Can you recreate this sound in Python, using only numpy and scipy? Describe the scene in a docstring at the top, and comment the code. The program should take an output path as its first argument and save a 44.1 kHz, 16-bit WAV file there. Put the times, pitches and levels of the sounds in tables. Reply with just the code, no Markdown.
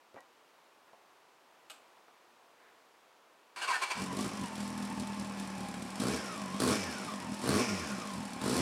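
"""A four-cylinder motorcycle engine catches, idles fast and unevenly, then is revved by four throttle blips.
Before it: steps on a patio, key clicks, a sleeve, the grinding starter. A faint outdoor hush lies under all.
Firing pulses ring pipe and silencer; noise bursts make block and valves, swept sines the gear whine.
The starter is resonant noise with sagging tones; steps and key are decaying noise.
Hard echoes and a short diffuse tail stand for paving, fence and house wall."""
import sys
import numpy as np
from scipy import signal
from scipy.fft import rfft, irfft
from scipy.io import wavfile
from scipy.ndimage import uniform_filter1d

SR = 44100
rng = np.random.default_rng(int(sys.argv[2]) if len(sys.argv) > 2 else 0)


def bounce(signal):
    """Save signal as a 16-bit WAV file at the path given by the first command-line argument."""
    frames = np.transpose(np.atleast_2d(signal))
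    limited = np.clip(frames, -1, 1)
    pcm = np.round(limited * 32767).astype(np.int16)
    wavfile.write(sys.argv[1], SR, pcm)


N = 379701
T = np.arange(N) / SR

# outdoor hush spectrum: (f/Hz, level/dB)
GARDEN_SPECTRUM = [(18, -92), (30, -37), (145, -17), (318, -4.5), (471, -3), (523, -1.5), (566, -3.5),
                   (645, -2), (816, -1.5), (981, 0), (1570, -7), (1840, -8.5), (2100, -10), (2330, -9.5),
                   (15800, -29)]
GARDEN_DB = -63
# shoes on paving: (t/s, level/dB, centre f/Hz, width/Hz, decay/s)
STEPS = [(.144, -49.5, 322, 300, .01), (.16, -46.5, 670, 350, 0.025), (0.173, -55.5, 1140, 400, 0.012),
         (.178, -58, 1920, 50, 0.02), (.206, -51.5, 5000, 7000, 0.0015), (.879, -61.5, 1190, 500, .022),
         (.932, -49, 650, 130, 0.01), (1.97, -61, 700, 300, .015), (2.082, -54.5, 640, 500, .008)]
# key clicks: (t/s, level/dB)
KEY_CLICKS = [(1.699, -47.5), (1.704, -49), (1.715, -56)]
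# key click spectrum: (f/Hz, level/dB)
KEY_SPECTRUM = [(180, -52), (300, -11), (372, -20), (825, -1), (1020, -14), (1130, -3), (1920, -11),
                (2860, -6.5), (5940, -19), (7740, -9), (11300, -25), (13200, -21), (15800, -42)]
# ignition lock modes: (f/Hz, level/dB, t60/s)
LOCK_MODES = [(823, -6, .12), (1250, 3, .1), (2540, 3, 0.036), (2850, 3, 0.077), (4140, -12, .25),
              (7585, 2, .14), (8473, -10, .2), (12700, 2, .14)]
# sleeve rustle as the arm reaches for the bars: (t/s, level/dB)
SLEEVE_LEVEL = [(2.5, -94), (2.6, -72), (2.69, -66), (2.76, -78), (2.85, -92)]

STARTER_ON_S, STARTER_OFF_S, STARTER_RUNDOWN_S, STARTER_DB = 3.56, 4.02, 0.026, -44.5
# starter spectrum: (f/Hz, level/dB)
STARTER_SPECTRUM = [(29, -74), (50, -45), (251, -23.5), (297, -22), (343, -15), (530, -14.5), (1060, -4),
                    (1290, -6.5), (1530, -5), (1990, -15), (2300, -10.5), (3550, -16.5), (8450, -33),
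                    (15800, -49)]
# starter drive and crankcase resonances: (f/Hz, width/Hz, level/dB)
CASE_MODES = [(830, 86, -6), (1041, 120, -5), (1540, 87, -22), (1860, 74, -6), (2297, 83, -1),
              (2684, 120, -4), (4220, 76, -6), (4570, 73, -7.5), (8500, 177, -8)]
# compressions the starter labours against:
# (t/s, length/s, load/dB, gear tone f/Hz, gear tone level/dB, upper tone f/Hz, upper tone level/dB)
COMPRESSIONS = [(3.612, 0.037, -43, 1686, -39, 2950, -43.5), (3.673, 0.047, -39.5, 1130, -31, 2360, -44),
                (3.723, 0.043, -41.5, 1660, -33.5, 1880, -35), (3.813, 0.027, -36.5, 1104, -35, 2400, -37),
                (3.9, 0.019, -37, 1070, -34.5, 2420, -36)]
LOAD_RISE_S, LOAD_FALL_S = 0.012, 0.0072
# share of its starting pitch that each tone loses per second under load
GEAR_SAG_PER_S, UPPER_SAG_PER_S = 3.18, 1.29

CATCH_S, CATCH_RISE_S = 3.95, 0.014
# cold engine, throttle shut: (t/s, speed/firings per s, boom level/dB)
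IDLE = [(3.95, 45, -46.5), (4.03, 46, -44), (4.12, 45.5, -43), (4.5, 41, -47.5), (4.6, 40.5, -40.5),
        (5.05, 40.6, -40), (5.4, 39.3, -42.5), (5.82, 36, -43.5), (5.95, 39, -46), (6.0, 52, -43.5),
        (6.25, 44, -49), (6.5, 46, -48), (6.58, 52, -46.5), (7.3, 40.7, -47), (8.35, 35.5, -45.5)]
IDLE_HZ = 40  # firings per second, reference for the level laws
# throttle twists, the first two as the engine catches:
# (opens t/s, shuts t/s, opening time/s, opening/0-1, top speed/firings per s)
BLIPS = [(3.984, 4.036, 0.041, 0.13, 48), (4.118, 4.265, 0.017, 0.2, 59.4),
         (5.994, 6.134, 0.0067, 0.48, 83), (6.594, 6.726, 0.0052, 0.89, 111),
         (7.414, 7.599, 0.056, 0.85, 127), (8.394, 8.61, 0.058, 0.63, 98)]
THROTTLE_SHUT_S = 0.031
CLIMB_CURVE = 1.25  # exponent; above 1, the speed climbs slowly at first
COAST_S, COAST_TO_HZ = .375, 20  # friction drags the speed towards this until the idle holds it
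# until first revved, the idle surges and sags in level
SURGE_HZ, SURGE_PEAK_S, SURGE_END_S = 5, 5.015, 5.95
SURGE_BOOM_DB, SURGE_VALVES_DB = 1.5, 2
# runs of strong firings as the speed falls back: (t/s, extra boom level/dB)
PICKUPS = [(4.27, 1), (4.42, 7), (6.43, 6.5), (6.54, 8.5), (7.14, 3), (7.31, 9), (7.72, 8), (7.93, 5),
           (8.19, 7.5)]
PICKUP_S = 0.041
# firings whose timing is fixed: (t/s, level change/dB)
TIMED_FIRINGS = [(5.999, -6), (6.602, -1), (6.708, 0), (7.491, 4.5), (8.479, 4)]

# level laws: (shut level at idle/dB, shut slope/dB per speed doubling,
#              open level at idle/dB, open slope/dB per speed doubling)
BOOM_LAW = (0.5, 2, 9.5, 3)  # added to the boom level in IDLE
# silencer bark, same columns
BARK_LAW = (-56, 8, -37, 1.5)
# engine block, same columns
BLOCK_LAW = (-48.5, 3.5, -45, -1.5)
# valve gear, same columns
VALVES_LAW = (-53.5, 2, -40.5, -2)

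# exhaust pipe resonances: (f/Hz, width/Hz, level/dB)
PIPE_MODES = [(88.5, 25.7, -14.5), (133.5, 22, -10), (198.6, 15.8, 6), (246, 6.2, 5), (276, 25, -25)]
# airbox resonances, heard through the open throttle: (f/Hz, width/Hz, level/dB)
AIRBOX_MODES = [(81.5, 45, -31), (137, 16, -2), (243.3, 9, 5)]
# silencer resonances, strongest with the throttle open: (f/Hz, width/Hz, level/dB)
BARK_MODES = [(291, 94, 0.5), (357.6, 20, 3), (417.3, 7.6, 4.5), (464.5, 15, 2.5), (540, 14, -13),
              (624, 15, -29), (1070, 105, -8)]
# gas crack spectrum: (f/Hz, level/dB)
CRACK_SPECTRUM = [(300, -24), (600, -17), (1100, 30), (1800, 11), (3000, -18), (4500, 18), (6500, -36),
                  (8500, 13), (10400, 6.5), (12500, 0), (16000, -12)]
# the first firings after a snap of the throttle gulp the biggest charge: crack boost and its decay
SNAP_DB, SNAP_S = 7, 0.098
# engine block spectrum: (f/Hz, level/dB)
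BLOCK_SPECTRUM = [(310, -35.5), (520, -2), (632, 2.5), (696, -6.5), (761, 1.5), (873, -1), (954, -5.5),
                  (1060, 3.5), (1230, -4.5), (1480, -7), (1750, -6), (2060, -8.5), (2420, -7.5),
                  (3600, -18), (4680, -37.5), (7920, -120)]
# valve gear spectrum: (f/Hz, level/dB)
VALVES_SPECTRUM = [(1760, -26.5), (3000, -1.5), (3770, -1), (4250, 1), (4780, -1.5), (5340, -1.5),
                   (6580, -6.5), (7610, -1.5), (8050, -5), (8750, -2), (9450, -6), (10200, -5.5),
                   (13600, -24), (15200, -22), (15800, -37)]
TREBLE_VARIATION_DB = 1  # rms of a slight random level variation in the treble
# engine covers that rattle at speed: (f/Hz, width/Hz, level/dB)
COVER_MODES = [(1116, 130, -2), (1226, 53, -9), (1401, 29, 2.5), (1556, 26, -5), (1814, 50, -2),
               (2330, 370, -3.5), (5300, 740, -6)]
WHINE_DB, WHINE_DB_PER_DOUBLING = -50, 3.5

# echoes from paving, fence and wall: (delay t/s, level/dB)
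ECHOES = [(.0031, -18.5), (0.0114, -17.5), (0.0195, -37.5)]
TOP_HZ = 15850


def undb(db):
    """Decibels to gain."""
    return 10 ** (np.asarray(db) / 20)


def curves(table):
    """Each column of a table, joined by straight lines in time."""
    s, *columns = np.transpose(table)
    return [np.interp(T, s, c) for c in columns]


def unit(x):
    """Scale to rms 1."""
    return x / np.sqrt(np.mean(x ** 2))


def steady(x, size=3500):
    """Scale to a running rms of 1."""
    power = uniform_filter1d(uniform_filter1d(x ** 2, size), size)
    return x / np.sqrt(power + 1e-18)


def noise():
    """White noise."""
    return rng.standard_normal(N)


def walk(rate_hz):
    """Smooth random curve of rms 1."""
    k = int(SR / rate_hz)
    stairs = np.repeat(rng.standard_normal(N // k + 1), k)
    return unit(uniform_filter1d(uniform_filter1d(stairs, k), k)[:N])


def through(x, response):
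    """Pass a sound through an impulse response."""
    return signal.fftconvolve(x, response)[:N]


def colour(x, points, size=2048):
    """Minimum-phase filter of unit energy with the given (f/Hz, level/dB) outline."""
    hz, db = np.transpose(points)
    grid_hz = np.arange(size + 1) * SR / size / 2
    outline_db = np.interp(np.log(grid_hz + 1), np.log(hz), db)
    # fold the cepstrum to make the filter causal
    cepstrum = irfft(np.log(undb(outline_db)))
    cepstrum[1:size] *= 2
    cepstrum[size + 1:] = 0
    response = irfft(np.exp(rfft(cepstrum)))[:size]
    return through(x, response / np.linalg.norm(response))


def ring(x, modes, size=12000):
    """Decaying resonances (f/Hz, width/Hz, level/dB), unit energy in all."""
    t = T[:size]
    response = sum(undb(db) * width_hz * np.exp(-np.pi * width_hz * t) * np.cos(2 * np.pi * hz * t)
                   for hz, width_hz, db in modes)
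    return through(x, response / np.linalg.norm(response))


def band(x, low_hz, high_hz, order=3):
    """Band-pass."""
    edges_hz = [low_hz, min(high_hz, .45 * SR)]
    return signal.sosfilt(signal.butter(order, edges_hz, "band", fs=SR, output="sos"), x)


def fade(start_s, decay_s):
    """Sudden start, exponential decay."""
    return (T >= start_s) * np.exp(-np.maximum(T - start_s, 0) / decay_s)


def gate(start_s, end_s, attack_s, release_s):
    """Straight rise, hold, exponential release."""
    rise = np.clip((T - start_s) / attack_s, 0, 1)
    return rise * np.exp(-np.maximum(T - end_s, 0) / release_s)


def pulses(turns, scatter_db, jitter_s, lumpy_db=0):
    """One pulse per whole count, random in size and timing; lumpy_db sets a repeating four-pulse pattern."""
    at = np.flatnonzero(np.diff(np.floor(turns)) > 0)
    chance = rng.standard_normal((len(at), 2))
    cylinder = np.cos(np.pi / 2 * np.arange(len(at)))
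    shifted = at + (jitter_s * SR * chance[:, 0]).astype(int)
    out = np.zeros(N)
    out[np.clip(shifted, 0, N - 1)] = undb(scatter_db * chance[:, 1] + lumpy_db * cylinder)
    return out


def bursts(hits, decay_s):
    """A decaying puff of noise after each pulse."""
    return noise() * signal.lfilter([1], [1, -np.exp(-1 / (decay_s * SR))], hits)


def garden():
    """Faint outdoor hush: shaped noise that barely wavers."""
    return unit(colour(noise(), GARDEN_SPECTRUM)) * undb(GARDEN_DB + 0.52 * walk(3.1))


def footsteps():
    """Shoes on paving: each contact is resonant noise with a sudden start and a decay."""
    steps = 0
    for s, db, hz, width_hz, decay_s in STEPS:
        contact = unit(band(ring(noise(), [(hz, width_hz, 0)]), hz / 3, hz * 3, order=2))
        steps = steps + contact * undb(db) * fade(s, decay_s)
    return band(steps, 100, 11500, order=2)


def ignition_key():
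    """The key snaps round: noise clicks excite the modes of the lock."""
    snap = noise() * sum(undb(db) * (fade(s, 0.0043) + undb(-15.0) * fade(s, 0.045)) for s, db in KEY_CLICKS)
    modes = [(hz, np.log(1000) / np.pi / t60_s, db) for hz, db, t60_s in LOCK_MODES]  # t60 to width
    return undb(1) * colour(snap, KEY_SPECTRUM) + undb(-8) * ring(snap, modes)


def sleeve():
    """Cloth rustle: band noise whose level flutters."""
    return unit(band(noise(), 1300, 2100, order=2)) * undb(curves(SLEEVE_LEVEL)[0] + 1.7 * walk(60))


def starter():
    """Gears grind into the crankcase, growing louder and sagging in pitch against each compression."""
    load = undb(STARTER_DB) * gate(STARTER_ON_S, STARTER_OFF_S, 0.0019, STARTER_RUNDOWN_S)
    shudder = .5 * walk(250)  # phase/rad
    squeal = 0
    for s, length_s, load_db, gear_hz, gear_db, upper_hz, upper_db in COMPRESSIONS:
        strain = gate(s, s + length_s, LOAD_RISE_S, LOAD_FALL_S)
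        load = load + undb(load_db) * strain
        since_s = np.clip(T - s, 0, 2 * length_s)
        gear_phase = 2 * np.pi * np.cumsum(gear_hz * (1 - GEAR_SAG_PER_S * since_s)) / SR + shudder
        upper_phase = 2 * np.pi * np.cumsum(upper_hz * (1 - UPPER_SAG_PER_S * since_s)) / SR + shudder
        gear = undb(gear_db) * (np.sin(gear_phase) + undb(-15.0) * np.sin(2 * gear_phase))
        squeal = squeal + strain * (gear + undb(upper_db) * np.sin(upper_phase))
    case = band(ring(noise(), CASE_MODES), 570, 7700, order=2)
    grind = unit(undb(-1.0) * case + colour(noise(), STARTER_SPECTRUM))
    rasp = undb(-10) * unit(band(noise(), 2800, 9500))
    chug = undb(-37) * unit(band(noise(), 84, 293, order=2))
    return (grind + rasp + chug) * load + squeal


def speed(idle_hz):
    """Firings per second: climbs while the throttle is open, then coasts down to the idle."""
    hz = idle_hz
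    for opens_s, shuts_s, _, _, top_hz in BLIPS:
        from_hz = np.interp(opens_s, T, hz)
        progress = np.clip((T - opens_s) / (shuts_s - opens_s), 0, 1)
        climb = from_hz + (top_hz - from_hz) * progress ** CLIMB_CURVE
        coast = COAST_TO_HZ + (top_hz - COAST_TO_HZ) * fade(shuts_s, COAST_S)
        hz = np.select([T < opens_s, T < shuts_s], [hz, climb], np.maximum(coast, idle_hz))
    return hz


def crank(hz):
    """Running count of firings, nudged so that the count is whole at each timed firing."""
    turns = np.cumsum(hz) / SR
    s = np.transpose(TIMED_FIRINGS)[0]
    excess = np.unwrap(np.interp(s, T, turns), period=1)
    return turns - np.interp(T, s, excess)


def loudness(law, hz, throttle):
    """Level/dB of one part: follows engine speed, and the throttle adds its share."""
    shut_db, shut_slope_db, open_db, open_slope_db = law
    doublings = np.log2(hz / IDLE_HZ)
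    shut = undb(shut_db + shut_slope_db * doublings)
    opened = undb(open_db + open_slope_db * doublings)
    return 20 * np.log10(shut + throttle * opened)


def exhaust(turns, throttle, boom_db, bark_db):
    """Firings ring the pipe; an open throttle adds the airbox, a bark and a sharp crack of gas."""
    change_db = sum(db * (np.abs(T - s) < .003) for s, db in TIMED_FIRINGS)
    firings = -pulses(turns, scatter_db=1.35, jitter_s=0.00022, lumpy_db=2.0) * undb(change_db)
    drive = steady(firings)
    gas = steady(bursts(firings, decay_s=.009))
    blast = drive + undb(-7) * gas
    pipe = steady(band(ring(blast, PIPE_MODES), 82, 330, order=1))
    airbox = steady(ring(blast, AIRBOX_MODES))
    # the firing tone itself only radiates once the engine runs fast
    drone = band(np.sin(2 * np.pi * turns), 85.3, 270.0, order=8)
    boom = steady(band(pipe + undb(0.5) * throttle * airbox + undb(-6.0) * drone, 44, 330, order=3))
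    # off the throttle the firings are weak and smooth turbulence takes over
    flow = throttle * drive + undb(-9) * gas + undb(-12) * noise()
    bark = steady(band(ring(flow, BARK_MODES), 244, 1500, order=2))
    snap_db = SNAP_DB * sum(fade(opens_s + rise_s, SNAP_S) for opens_s, _, rise_s, _, _ in BLIPS)
    sharp_gas = steady(bursts(firings, decay_s=0.0045))
    crack = steady(colour(drive + undb(1) * sharp_gas, CRACK_SPECTRUM)) * undb(snap_db)
    return boom * undb(boom_db) + (bark + undb(-7) * throttle * crack) * undb(bark_db)


def block_and_covers(turns, hz, block_db):
    """Two knocks a firing clatter in the block and rattle the covers, which grow steeply with speed."""
    knocks = steady(bursts(pulses(2 * turns, scatter_db=5.5, jitter_s=.0016), decay_s=0.005))
    block = steady(colour(knocks + undb(2.5) * noise(), BLOCK_SPECTRUM))
    rattle = steady(band(ring(knocks + noise(), COVER_MODES), 960, 8700, order=2))
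    covers = rattle * undb(-40.5) * (hz / 100) ** 2.07
    return block * undb(block_db) + covers


def valve_gear(turns, valves_db):
    """Tappets tick once a firing over the rush of the cam chain."""
    tappets = bursts(pulses(turns, scatter_db=4, jitter_s=.0004, lumpy_db=1.5), decay_s=.0055)
    ticks = steady(band(tappets, 5700, 21000, order=1))
    chain = steady(bursts(pulses(4 * turns, scatter_db=13.5, jitter_s=0.0013), decay_s=0.0072))
    rush = undb(-8) * chain + undb(-1.5) * noise()
    return steady(colour(ticks + rush, VALVES_SPECTRUM)) * undb(valves_db)


def gear_whine(turns, hz, throttle):
    """The primary gears sing on the overrun and quieten when the throttle pulls them tight."""
    mesh = 21.8 * turns  # tooth contacts
    # the crank speeds up and slows within each firing, and backlash smears the tone
    phase = 2 * np.pi * mesh + .7 * np.sin(2 * np.pi * turns) + .8 * walk(110)
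    flutter = undb(3.3 * walk(55))
    tone = (np.sin(phase) + undb(-9.0) * np.sin(2 * phase) + undb(-4) * np.sin(3 * phase)) * flutter
    level = undb(WHINE_DB + WHINE_DB_PER_DOUBLING * np.log2(hz / IDLE_HZ))
    return level * (1 - 0.5 * throttle) * band(tone, 720, 1700, order=1)


def engine():
    """The throttle sets the speed; the two together drive every part."""
    throttle = sum(opening * gate(opens_s, shuts_s, rise_s, THROTTLE_SHUT_S)
                   for opens_s, shuts_s, rise_s, opening, _ in BLIPS)
    idle_hz, idle_boom_db = curves(IDLE)
    hz = speed(idle_hz)
    turns = crank(hz)
    surge = np.cos(2 * np.pi * SURGE_HZ * (T - SURGE_PEAK_S)) * (T < SURGE_END_S)
    pickup_db = sum(db * np.exp(-((T - s) / PICKUP_S) ** 2) for s, db in PICKUPS)
    boom_db = idle_boom_db + loudness(BOOM_LAW, hz, throttle) + SURGE_BOOM_DB * surge + pickup_db
    bark_db = loudness(BARK_LAW, hz, throttle)
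    block_db = loudness(BLOCK_LAW, hz, throttle)
    variation_db = TREBLE_VARIATION_DB * walk(22)
    valves_db = loudness(VALVES_LAW, hz, throttle) + SURGE_VALVES_DB * surge + variation_db
    parts = exhaust(turns, throttle, boom_db, bark_db)
    parts = parts + block_and_covers(turns, hz, block_db) + valve_gear(turns, valves_db)
    parts = parts + gear_whine(turns, hz, throttle)
    return np.clip((T - CATCH_S) / CATCH_RISE_S, 0, 1) * parts


def patio(x, t60_s=0.25, tail_db=-13, size=20000):
    """Direct sound, a few hard echoes and a short diffuse tail."""
    decay = undb(-60 * T[:size] / t60_s) * (T[:size] > .008)
    tail = band(rng.standard_normal(size), 220, 6200, order=1) * decay
    response = undb(tail_db) * tail / np.linalg.norm(tail)
    for delay_s, db in ECHOES:
        response[int(delay_s * SR)] += undb(db)
    # the low boom bends round fence and clutter; mainly mids and treble come back
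    return x + through(band(x, 590, 10300, order=1), response)


def scene():
    """Rider, starter and engine on the patio, over the hush."""
    hush = garden()
    rider = footsteps() + ignition_key() + sleeve()
    return (patio(rider + starter() + engine()) + hush)[None]


def record(dry):
    """Steep low-pass at the top of the treble."""
    return signal.sosfilt(signal.ellip(10, .2, 70, TOP_HZ, fs=SR, output="sos"), dry)


dry = scene()
out = record(dry)
bounce(out)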